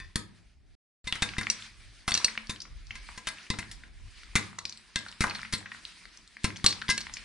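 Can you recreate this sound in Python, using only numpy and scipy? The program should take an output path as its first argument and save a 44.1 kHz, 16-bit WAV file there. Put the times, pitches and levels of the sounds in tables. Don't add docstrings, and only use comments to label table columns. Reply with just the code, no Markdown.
import sys
import numpy as np
from scipy import signal
from scipy.io import wavfile
from scipy.ndimage import uniform_filter1d, map_coordinates

SR = 44100
rng = np.random.default_rng(int(sys.argv[2]) if len(sys.argv) > 2 else 0)


def int16_out(signal):
    q = np.round(np.clip(np.atleast_2d(signal).T, -1, 1) * 32767)
    wavfile.write(sys.argv[1], SR, q.astype(np.int16))


def gain_from_db(level_db):
    decades = np.asarray(level_db, float) / 20
    return 10 ** decades


N = 319284

# start_s, peak_db, thud_db, tray_ring_db, crumble_t60_s
KNOCKS = [(1.071, -29, -21.5, -0.5, 0.15), (1.222, -9.5, -29, -12, 0.056),
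          (1.383, -16.5, -22, -11.5, 0.024), (2.079, -12, -29.5, -17.5, 0.09),
          (2.495, -24, -20, -3.5, 0.14), (2.955, -27, -39, -13.5, 0.015), (3.1762, -30, -25, -8, 0.066),
          (3.2716, -15.5, -38, -13.5, 0.061), (3.5025, -11.5, -25, -15.5, 0.017),
          (3.588, -17, -28.5, -18.5, 0.042), (4.355, -6.5, -26, -13, 0.076), (4.959, -7, -37, -19.5, 0.014),
          (5.2071, -13, -20, -11, 0.12), (5.526, -18.5, -33, -12, 0.12), (5.536, -17, -24, -27, 0.083),
          (6.4433, -10, -23, -12.5, 0.041), (6.89, -13, -26.5, -16.5, 0.03),
          (6.9025, -16, -35, -7.5, 0.077)]
# crunch_hz, then extra_db of the four strong tray modes
KNOCK_SPOTS = [(2300, -6, -2, 4, 5), (1900, -17, 2, -4, 7), (2100, 0.5, 0, 5.5, 4), (1390, 3.5, 2, 6.5, 1),
               (2100, 1.5, -21, -23, 2), (2200, 1, 2.5, -1, -8), (2060, 8.5, 0, -11, -8),
               (1900, -1.5, 4.5, 1, 3), (4200, 3, -10, 1.5, -1), (2100, 4, -8, 4.5, -8),
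               (2100, -19, -19, 4, 1), (3450, -3, 3.5, 2, 1), (2100, -17, -10, 3.5, -11),
               (1900, 0, 0, 4, -11), (4300, 9, -4, -10, -8), (2100, 1.5, -7, -5, -7),
               (3800, 10.5, 12, 15, -10), (4000, -15, 4.5, 6.5, -28)]
# mode_hz, level_db, t60_s
TRAY_MODES = [(1021, -14, .11), (1280, -18, .08), (1630, -11, .18), (2010, -15, .08), (2053, -8, .21),
              (2085, -14, .1), (2595, -12, .1), (2822, -16, .12), (3250, -15, .07), (3640, -10.5, .18),
              (3685, -15, .1), (3960, -13, .07), (4290, -15, .12), (4570, -17, .09), (4750, -16, .09),
              (5300, -18, .07), (5510, -15, .09), (6230, -17, .1), (6900, -19, .08), (7720, -20, .08),
              (8440, -19, .08), (8950, -21, .08)]
STRONG_TRAY_HZ = (1021, 1630, 2053, 3640)
# mode_hz, level_db, t60_s
STAND_MODES = [(44.7, 18, 0.013), (104.6, -14, 0.62), (181.6, 5, 0.03), (208.8, -9, 0.087),
               (264, 7, 0.0024), (315, -6, 0.049)]
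# start_s, peak_db, crunch_hz, broad_db, crumble_t60_s
BURSTS = [(0.1575, -16.5, 1740, 2, 0.033), (1.125, -8.5, 2900, -12.5, 0.018),
          (1.411, -18.5, 1840, -10.5, 0.075), (2.119, -7, 3380, -12.5, 0.012),
          (2.603, -22.5, 4730, -40, 0.023), (2.618, -22, 5500, -47, 0.027), (3.714, -51.5, 5800, 20, 0.082),
          (4.5851, -25, 1140, -25, 0.019), (4.6535, -14.5, 4960, -14.5, 0.017),
          (4.695, -20.5, 5500, -37, 0.014), (5.852, -17.5, 4000, -64, 0.012),
          (7.138, -20, 5640, -28, 0.029)]
# start_s, peak_db, crunch_hz, broad_db, crumble_t60_s
DEEP_BURSTS = [
    (.001, -40, 2390, 5.5, 0.013),
    (1.155, -22, 1830, -9, 0.045),
    (1.289, -21, 3360, -34, 0.023),
    (5.2395, -8, 1330, -16, 0.03),
    (5.269, -21.5, 930, -6, 0.0084),
    (6.643, -15.5, 1220, 1.5, 0.051),
]
# pitch_hz, density_db_per_hz
CRUNCH_COLOUR = [(180, -27), (300, -19.5), (600, -12), (850, -8.5), (1420, -8), (2000, 11.5), (2360, -3.5),
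                 (3610, 8.5), (9040, 2), (11000, 5), (14300, -84.5), (22000, -120)]
# start_s, peak_db, crunch_hz, coal_ring_db
CLINKS = [(1.5, -11, 5630, -8.5), (2.141, -1.5, 5660, -29), (2.15, -8.5, 4230, -11.5),
          (2.175, -11.5, 4640, -10), (2.245, -8, 4800, -10), (4.588, -26.5, 4300, -6),
          (5.084, -28.5, 4100, -15), (5.297, -19.5, 4200, -16), (5.349, -21, 4160, -20),
          (5.536, -23, 4320, -24), (6.662, -5.5, 4500, -7.5), (6.706, -20, 4250, -12),
          (6.978, -17, 2640, -6), (7.006, -30.5, 4380, -2.5)]
CLINK_T60_S = [0.044, 0.026, 0.024, .04, 0.048, 0.055, .06, 0.036, 0.067, .07, 0.12, .07, 0.051, 0.048]
CLINK_PING_DB = [-13, -6, -6, -9, 1, -11, 4, 4, 7, 20, 3, 6, -5, -2]
# mode_hz, level_db, t60_s
COAL_MODES = [(1755, -9, .04), (2277, -13, .05), (2697, -8, .05), (3980, -7, .05), (4150, -3, .03),
              (4290, -2, .085), (4760, 0, .022), (5200, -14, .05), (5850, 0, .028), (6600, -5, .028),
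              (7750, -3, .018), (8500, -13, .035), (9300, -8, .03), (9820, -12, .03)]
# start_s, level_db, pitch_hz, t60_s
SHARDS = [(2.084, -29.5, 2650, 0.1), (2.091, -33, 5600, 0.071), (2.122, -26, 4400, 0.049),
          (2.14, -27, 6630, .02), (2.153, -31, 2750, 0.056), (2.247, -14.5, 5900, 0.024),
          (2.261, -38, 8700, .08), (2.377, -22, 2260, 0.024), (3.177, -48, 6700, 0.055),
          (3.189, -52, 2900, 0.062), (3.272, -31.5, 3000, 0.044), (3.286, -33, 9300, 0.05),
          (3.286, -42, 6600, .03), (4.358, -33, 6300, .09), (4.6531, -26.5, 2460, 0.016),
          (4.587, -38, 2010, 0.047), (4.586, -37, 6650, .03), (1.073, -42.5, 1002, 0.15),
          (1.073, -41.5, 1635, .2), (1.08, -43, 4070, 0.18), (1.126, -25, 3490, 0.027),
          (1.225, -32, 1632, 0.15), (1.502, -20, 5910, 0.024), (1.509, -35, 8800, 0.071),
          (1.51, -41, 7650, .1), (2.247, -19.5, 8250, 0.018), (6.663, -14.5, 7700, 0.026),
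          (6.663, -20, 9500, .03), (4.386, -43, 4050, .12), (5.2399, -20, 1045, 0.051),
          (5.266, -45, 4000, .08), (5.349, -42, 5900, 0.038), (6.889, -33, 3800, 0.019),
          (6.904, -21.5, 5500, 0.054), (6.902, -20, 9000, 0.026), (6.902, -29, 4000, 0.12),
          (6.95, -42, 5500, .1)]
# start_s, peak_db, pitch_hz, t60_s
SNAPS = [(1.336, -28.5, 2300, 0.05), (1.367, -28.5, 1950, 0.041), (1.469, -15.5, 1900, 0.0058),
         (1.623, -30, 3800, 0.031), (2.281, -22, 2050, 0.17), (2.353, -30, 2010, .024),
         (2.376, -19, 2280, 0.021), (2.471, -32, 4320, 0.016), (2.869, -41, 4950, 0.041),
         (2.907, -24.5, 2280, 0.097), (3.372, -39, 2700, 0.017), (3.385, -35.5, 2720, 0.035),
         (3.466, -38, 2300, 0.088), (3.627, -30.5, 1840, 0.093), (4.53, -37, 1230, 0.03),
         (4.725, -29.5, 4500, 0.048), (5.0633, -30, 1520, 0.048), (5.115, -35, 5030, 0.027),
         (5.126, -32.5, 2980, 0.022), (5.308, -26, 2100, 0.12), (5.392, -29, 1490, 0.0074),
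         (5.416, -32, 4600, 0.028), (5.448, -31, 2100, 0.17), (5.658, -31.5, 1900, 0.18),
         (5.717, -28, 1940, 0.077), (5.747, -31.5, 1610, 0.022), (6.173, -35.5, 5800, 0.055),
         (6.5035, -29.5, 2060, .042), (6.571, -30, 5170, 0.027), (6.725, -23, 4300, 0.051)]
# start_s, peak_db, pitch_hz, fizz_db
SPITS = [(1.432, -36.5, 2160, 9), (1.513, -58, 1990, 18), (2.44, -54, 2260, -12), (2.56, -50, 1680, 16),
         (2.652, -43, 980, 2), (3.088, -37.5, 1000, 3), (3.836, -34.5, 1670, -11), (4.233, -39, 2090, -4),
         (4.428, -43, 2080, 7), (4.774, -34, 4600, -5), (4.989, -28, 4960, -10), (5.28, -36, 1020, 6),
         (5.431, -24.5, 1860, -22), (5.582, -47.5, 4300, 13), (6.054, -35.5, 1920, -3.5),
         (6.276, -41, 4700, -7), (6.368, -31, 2020, -18), (6.56, -33, 2570, -7), (6.816, -28, 1920, -1),
         (6.82, -23.5, 1570, -8.5), (6.882, -28, 1920, 3), (6.921, -28, 2120, 5), (7.068, -27, 1880, -8),
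         (7.096, -33, 1460, -7), (7.169, -27.5, 2300, -2.5), (2.085, -20, 2570, -21),
         (2.108, -23, 3600, -1.5), (2.214, -39, 1700, -8), (3.287, -27, 2100, -1), (5.399, -38, 2600, -6),
         (5.359, -44, 4300, -17), (3.409, -47, 1670, -13), (3.441, -43, 2300, -14), (3.539, -35.5, 935, 4),
         (5.28, -41, 6100, -16), (5.353, -26, 1800, -11), (5.385, -35, 3500, -19), (5.408, -33, 2300, -14),
         (5.605, -39, 1900, -17), (5.612, -37.5, 810, -19), (5.627, -37, 1700, -13), (6.435, -36, 4000, -5),
         (6.565, -34, 2610, -1), (6.598, -38.5, 1990, -10), (6.692, -26, 4300, -7), (6.727, -28, 1960, -5),
         (6.899, -26.5, 2610, 12), (6.913, -23, 4570, 3), (7.012, -41, 2300, 14), (7.018, -53, 2530, -4)]
# start_s, ring_db, struck_hz
JARS = [
    (.001, -49.5, 2100),
    (.158, -45, 1434),
]
# mode_hz, level_db, t60_s
PAN_MODES = [(1054, 0, .2), (1270, -5, .4), (1555, -7, .25), (1800, -3, .3), (1918, -4, .35),
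             (2350, -3, .22), (2545, 0, .22), (3530, -1, .3), (4360, -4, .3), (4740, 2, .3), (5990, 4, .12)]
# start_s, hiss_db
GLOW = [(0, -53.5), (.14, -62.5), (.56, -73.5), (.76, -71), (1.04, -55), (1.6, -57), (2.0, -56.5),
        (2.6, -60.5), (3.0, -58.5), (3.45, -53.5), (4.05, -60), (4.3, -57), (4.9, -59), (5.5, -56.5),
        (5.8, -56), (6.1, -59), (6.4, -57), (7.24, -56)]
# pitch_hz, density_db_per_hz
HISS_COLOUR = [(470, -48), (800, -37), (996, -8.5), (1200, -4.5), (2030, 4.5), (3050, -1.5), (4890, 0.5),
               (6430, -7.5), (7170, -9), (9330, -7.5), (11000, -22), (14300, -59), (22000, -120)]
# start_s, rumble_db
WIND = [(0, -36.5), (.32, -72), (.58, -53), (0.759, -58.5), (1.041, -49), (1.12, -51), (1.3, -48),
        (1.58, -52.5), (1.9, -55), (2.05, -54), (2.25, -60), (2.45, -63), (2.78, -46), (3.241, -58.5),
        (3.5, -61), (3.68, -49.5), (4.05, -42.5), (4.2, -55.5), (4.499, -66), (5.1, -58), (6.8, -65),
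        (7.24, -55)]
# pitch_hz, density_db_per_hz
RUMBLE_COLOUR = [(18, -18), (30, 0), (45, 3), (60, -5), (78, -14), (102, -11), (125, -22), (160, -24)]
# pitch_hz, density_db_per_hz
HUM_COLOUR = [(110, -30), (150, -8), (200, 3.5), (250, -10), (320, 1.5), (450, -17), (700, -10.5),
              (1000, -24)]
# pitch_hz, likeness (1 is mono)
LIKENESS = [(60, 0.43), (170, 0.6), (480, 0.2), (1350, 0.83), (3800, 0.71), (10700, 0.28)]
# pitch_hz, t60_s
STALL_T60 = [(100, 0.97), (400, 0.36), (1100, 0.42), (3000, 0.3), (8000, 0.22)]
# pitch_hz, level_db
STALL_DB = [(100, -13), (500, 2.5), (1500, -8), (4000, -8.5), (9000, -7.5)]

WOBBLE_DB = 1.8


def tray_knocks():
    s, peak_db, _, ring_db, _ = np.transpose(KNOCKS)
    spot_db = np.transpose(KNOCK_SPOTS)[1:]
    return struck(s, peak_db + ring_db, 2060, TRAY_MODES, near_db=-2.5, spread_db=2.0, contact_s=0.004,
                  wobble_db=WOBBLE_DB, strong=STRONG_TRAY_HZ, spot_db=spot_db)


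def lump_cracks():
    rows = [(s, db, hz, t60) for (s, db, *_, t60), (hz, *_) in zip(KNOCKS, KNOCK_SPOTS)]
    return crunch(rows, broad_db=-13.0, focus_db=-8.5, cycles=2.35, rise_s=0.00142)


def thuds():
    rows = [(s, peak_db + thud_db) for s, peak_db, thud_db, *_ in KNOCKS]
    for s, peak_db, hz, broad_db, _ in BURSTS + DEEP_BURSTS:
        loss_db = 6 * max(np.log2(hz / 1500), 0)
        rows.append((s, peak_db + broad_db - 21.5 - loss_db))
    s, level_db = np.transpose(rows)
    clicks = np.zeros(N)
    clicks[np.round(s * SR).astype(int)] = gain_from_db(level_db + 7.5)
    push = -np.hanning(70) / 35
    clicks = np.convolve(clicks, push)[20:N + 20]
    body = sum(gain_from_db(mode_db) * ring(clicks, hz, t60) for hz, mode_db, t60 in STAND_MODES)
    return body + gain_from_db(19.5) * clicks


def kernel_bursts():
    rows = BURSTS + DEEP_BURSTS
    return crunch(rows, broad_db=np.array(rows)[:, 3] - 8.0, focus_db=-6.0, cycles=3.0, rise_s=.0004)


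def coal_clinks():
    s, peak_db, hz, ring_db = np.transpose(CLINKS)
    return struck(s, peak_db + ring_db, hz, COAL_MODES, near_db=2.0, spread_db=-2.5, contact_s=0.0012,
                  wobble_db=WOBBLE_DB, strong=(4290,), spot_db=[np.array(CLINK_PING_DB)])


def coal_cracks():
    rows = [row + (t60,) for row, t60 in zip(CLINKS, CLINK_T60_S)]
    return crunch(rows, broad_db=-32.0, focus_db=-10.5, cycles=1.3, rise_s=0.000071)


def sparks():
    out, taps = np.zeros((2, N))
    snap_fizz_db, spit_t60_s, tap_db, tap_hz = -18.5, 0.027, -30, 221.6
    rows = [row + (snap_fizz_db,) for row in SNAPS]
    rows += [(s, db, hz, spit_t60_s, fizz_db) for s, db, hz, fizz_db in SPITS]
    for s, peak_db, hz, t60, fizz_db in rows:
        noise = rng.standard_normal((2, 6000))
        tone = peak(noise[0] * fade(0.27 * t60, 1e-4), hz, 5.6, 0.84)
        high_hz = min(2.24 * hz, 8000)
        fizz = ring(noise[1] * fade(t60, 0.000067), high_hz, 1.2 / high_hz)
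        fizz = ring(fizz, high_hz, 1.5 / high_hz)
        add(out, s, gain_from_db(peak_db) * (tone + gain_from_db(fizz_db) * fizz / np.abs(fizz).max()))
        add(taps, s, gain_from_db([peak_db + max(fizz_db, 0) + tap_db]))
    out = signal.sosfilt(signal.butter(2, 800, "high", fs=SR, output="sos"), out)
    return out + signal.lfilter([.06], [1, -.94], ring(taps, tap_hz, 0.25))


def pan_jars():
    strong_hz = (1054, 1270, 1800, 2545, 3530)
    spot_db = np.array([[4, -10], [-9, 3], [7, -4], [1, 3], [2, -1]])
    return struck(*np.transpose(JARS), PAN_MODES, near_db=9.0, spread_db=2.5, contact_s=0.0033,
                  wobble_db=4.0, strong=strong_hz, spot_db=spot_db)


def stirring():
    rise_s, settle_s = 0.034, 0.062
    events = KNOCKS + CLINKS + BURSTS + DEEP_BURSTS + SNAPS
    s, peak_db = np.transpose([row[:2] for row in events])
    pushes = np.zeros(N)
    pushes[np.round(s * SR).astype(int)] = gain_from_db(20.5 + 0.98 * peak_db) ** 2
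    t = np.arange(SR) / SR
    flare = (1 - np.exp(-t / rise_s)) * np.exp(-t / settle_s)
    swell = signal.fftconvolve(pushes, flare)[:N]
    return 10 * np.log10(1 + np.maximum(swell, 0))


def ember_ticks(hiss_db, swell_db):
    ticks_per_s = 150
    sizes = gain_from_db(2.6 * np.minimum(rng.exponential(1, N), 3.2)) * rng.choice([-1, 1], N)
    born = rng.random(N) < ticks_per_s * gain_from_db(swell_db) / SR
    dealt = rng.integers(0, 12, N)
    ticks = 0
    for k, hz in enumerate(np.geomspace(1000, 7000, num=12)):
        ticks = ticks + ring(sizes * born * (dealt == k), hz, 22.0 / hz)
    return gain_from_db(hiss_db - 4.5) * ticks


def ember_hiss(hiss_db):
    return gain_from_db(hiss_db) * banded_noise(HISS_COLOUR, 628, 12500, patchy_db=1.5, rate=12.0)


def street_hum(glow_db, swell_db):
    hum_db = -69 + 0.18 * swell_db + 0.19 * np.minimum(glow_db + 62.5, 0)
    return gain_from_db(hum_db) * banded_noise(HUM_COLOUR, 102.7, 1100, patchy_db=1.0, rate=7.7)


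def fan_wind():
    return gain_from_db(follow(WIND)) * banded_noise(RUMBLE_COLOUR, 23, 170, patchy_db=2.5, rate=9.6)


def lorry():
    lines = sum(rms_one(ring(rng.standard_normal(N), hz, 0.69)) for hz in (45, 70))
    passing = np.interp(np.arange(N) / SR, (3.7, 3.78, 4.12, 4.24), [0, 1, 1, 0])
    return gain_from_db(-66) * passing * lines


def stall(x):
    t = np.arange(int(.7 * SR)) / SR
    white, tail = rng.standard_normal((2, 2, len(t))), 0
    for k, (hz, sos) in enumerate(bands(63.6, 12500)):
        mid, side = signal.sosfilt(sos, white[k % 2])
        t60 = at_hz(STALL_T60, hz)
        fall = gain_from_db(at_hz(STALL_DB, hz) - 60 * t / t60) * np.sqrt(2 * np.log(1000) / t60 / SR)
        tail = tail + fall * (mid + .7 * side * [[1], [-1]])
    tail = tail * np.clip((t - .002) / 0.0013, 0, 1)
    return signal.fftconvolve(x[None], tail, axes=1)[:, :N]


def placed(x, left_db, lag_s):
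    late = map_coordinates(x[0], [np.arange(N) - lag_s * SR], order=3)
    return np.array([gain_from_db(left_db / 2) * late, gain_from_db(-left_db / 2) * x[1]])


def struck(s, ring_db, crunch_hz, modes, near_db, spread_db, contact_s, wobble_db, strong=(), spot_db=()):
    damping, detune = .8, .01
    out, chance = 0, rng.uniform(-1, 1, (len(s), len(modes), 3))
    for (hz, level_db, t60), (own, late, off) in zip(modes, chance.transpose(1, 2, 0)):
        own_db = spread_db * own
        for strong_hz, extra_db in zip(strong, spot_db):
            if abs(hz / strong_hz - 1) < .01:
                own_db, off = extra_db, off / 4
        db = ring_db + level_db + own_db - near_db * np.abs(np.log2(hz / crunch_hz))
        start_s = s + contact_s * np.abs(late)
        out = out + ringing(start_s, db, hz * (1 + detune * off), damping * t60, wobble_db)
    return out


def ringing(s, level_db, hz, t60, wobble_db, size=12000):
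    out, t = np.zeros(N), np.arange(size) / SR
    slow = rng.standard_normal((len(s), size // 40 + 1))
    slow = uniform_filter1d(slow, size=5, axis=1) * np.sqrt(5)
    for at, db, f, decay, waver in zip(*np.broadcast_arrays(s, level_db, hz, t60), slow):
        n = int(min(size, 1.2 * abs(decay) * SR + 40))
        waver_db = wobble_db * np.interp(np.arange(n) / 40, np.arange(len(waver)), waver)
        level = gain_from_db(db + waver_db - 60 * t[:n] / abs(decay))
        add(out, at, level * np.sin(2 * np.pi * f * t[:n]))
    return out


def crunch(table, broad_db, focus_db, cycles, rise_s):
    broad, tuned = np.zeros(N), np.zeros(N)
    t = np.arange(6000) / SR
    crumbling = 1 - np.exp(-t / .004)
    crack = 1 + 0.37 * np.exp(-t / 0.0005)
    for (s, peak_db, hz, *_, t60), share_db in zip(table, broad_db + np.zeros(len(table))):
        noise, grain = rng.standard_normal((2, 6000))
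        grain_db = 3.2 * crumbling * rms_one(uniform_filter1d(grain, size=60))
        burst = noise * crack * fade(t60, rise_s) * gain_from_db(grain_db)
        focus = peak(burst, hz, cycles, cycles)
        add(broad, s - rise_s, gain_from_db(peak_db + share_db) * burst)
        add(broad, s, gain_from_db(peak_db + share_db + 12.0) * np.hanning(5))
        add(tuned, s - rise_s, gain_from_db(peak_db + focus_db) * focus)
    grid = np.linspace(0, SR / 2, 200)
    colour = signal.minimum_phase(signal.firwin2(255, grid, gain_from_db(2 * at_hz(CRUNCH_COLOUR, grid)), fs=SR))
    coloured = signal.lfilter(colour / np.linalg.norm(colour), 1, broad)
    return coloured + signal.sosfilt(signal.butter(2, 700, "high", fs=SR, output="sos"), tuned)


def peak(push, hz, first, second):
    out = ring(ring(np.diff(push, prepend=0), hz, first / hz), hz, second / hz)
    return out / np.abs(out).max()


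def ring(push, hz, t60):
    r, w = gain_from_db(-60 / (max(t60, 1e-3) * SR)), 2 * np.pi * hz / SR
    return signal.lfilter([0, np.sin(w)], [1, -2 * r * np.cos(w), r * r], push + 1e-18)


def fade(t60, rise_s, size=6000):
    t = np.arange(size) / SR
    return (1 - np.exp(-t / rise_s)) * gain_from_db(-60 * t / np.clip(t60, .003, .3))


def banded_noise(spectrum, low_hz, high_hz, patchy_db, rate):
    out, together, white = 0, drift(rate / 3), rng.standard_normal((2, 2, N))
    for k, (hz, sos) in enumerate(bands(low_hz, high_hz)):
        mid, side = signal.sosfilt(sos, white[k % 2])
        alike = np.clip(at_hz(LIKENESS, hz), -.9, 1)
        gain = gain_from_db(at_hz(spectrum, hz) + patchy_db * (1.87 * together + drift(rate)))
        out = out + gain * (np.sqrt(1 + alike) * mid + np.sqrt(1 - alike) * side * [[1], [-1]])
    return rms_one(out)


def bands(low_hz, high_hz):
    edges = low_hz * 2 ** np.arange(0, np.log2(high_hz / low_hz) + .01, 1 / 3)
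    return [(np.sqrt(a * b), signal.butter(2, [a, b], "band", fs=SR, output="sos"))
            for a, b in zip(edges, edges[1:])]


def drift(rate):
    r = np.exp(-80 * np.pi * rate / SR)
    slow = signal.lfilter([1], [1, -2 * r, r * r], rng.standard_normal(N // 40 + 2002))[2000:]
    return np.interp(np.arange(N) / 40, np.arange(len(slow)), rms_one(slow))


def follow(curve):
    return np.interp(np.arange(N) / SR, *np.transpose(curve))


def at_hz(points, hz):
    points_hz, values = np.transpose(points)
    return np.interp(np.log(hz + 1e-9), np.log(points_hz), values)


def rms_one(x):
    return x / np.sqrt(np.mean(x ** 2) + 1e-20)


def add(out, s, piece):
    at = round(s * SR)
    out[at:at + len(piece)] += piece[:N - at]


def scene():
    glow_db, swell_db = follow(GLOW), stirring()
    hiss_db = glow_db + swell_db
    cracks = lump_cracks() + kernel_bursts() + thuds() + sparks() + ember_ticks(hiss_db, swell_db)
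    rings = tray_knocks() + pan_jars() + ringing(*np.transpose(SHARDS), WOBBLE_DB)
    brittle, clinks = coal_cracks(), coal_clinks()
    echoes = stall(cracks + brittle + gain_from_db(-6) * (rings + clinks))
    heap = placed(cracks + rings + echoes, left_db=1.93, lag_s=2.7e-5)
    bright = placed([brittle + clinks] * 2, left_db=0, lag_s=4.5e-5)
    background = ember_hiss(hiss_db) + street_hum(glow_db, swell_db) + fan_wind() + lorry()
    return heap + bright + background


def treble_holes(x):
    recall_db_per_s, lowest_hz, share, hole_db = 90, 5600, .035, -18
    hz, _, z = signal.stft(x, SR, nperseg=1024)
    level_db = 10 * np.log10(np.mean(np.abs(z[:, hz > 1000]) ** 2, axis=(0, 1)) + 1e-14)
    sink_db = recall_db_per_s * np.arange(len(level_db)) * 512 / SR
    recalled_db = np.maximum.accumulate(level_db + sink_db) - sink_db
    wake = np.clip((recalled_db - level_db) / 6, 0, 1)
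    steady = np.diff(level_db, append=0) < 3
    chance = rng.random((len(hz) // 8 + 1, len(level_db) // 3 + 1)).repeat(8, 0).repeat(3, 1)
    chance = chance[:len(hz), :len(level_db)]
    dropped = (chance < share * (1 + 4 * wake) * steady) & (hz > lowest_hz)[:, None]
    lost = signal.istft(z * dropped * (1 - gain_from_db(hole_db)), SR, nperseg=1024)[1]
    return x - lost[:, :N]


def low_pass(x):
    return signal.sosfilt(signal.butter(12, 12300, fs=SR, output="sos"), x)


def record(dry):
    t = np.arange(N) / SR
    drop_s, back_s, edge_s = .752, 1.042, 0.00063
    live = np.clip(np.maximum(drop_s - t, t - back_s) / edge_s, 0, 1)
    top_cut = signal.cheby2(12, 40, 11250, fs=SR, output="sos")
    mix = treble_holes(signal.sosfilt(top_cut, dry * live))
    return low_pass(mix)


dry = scene()
out = record(dry)
int16_out(out)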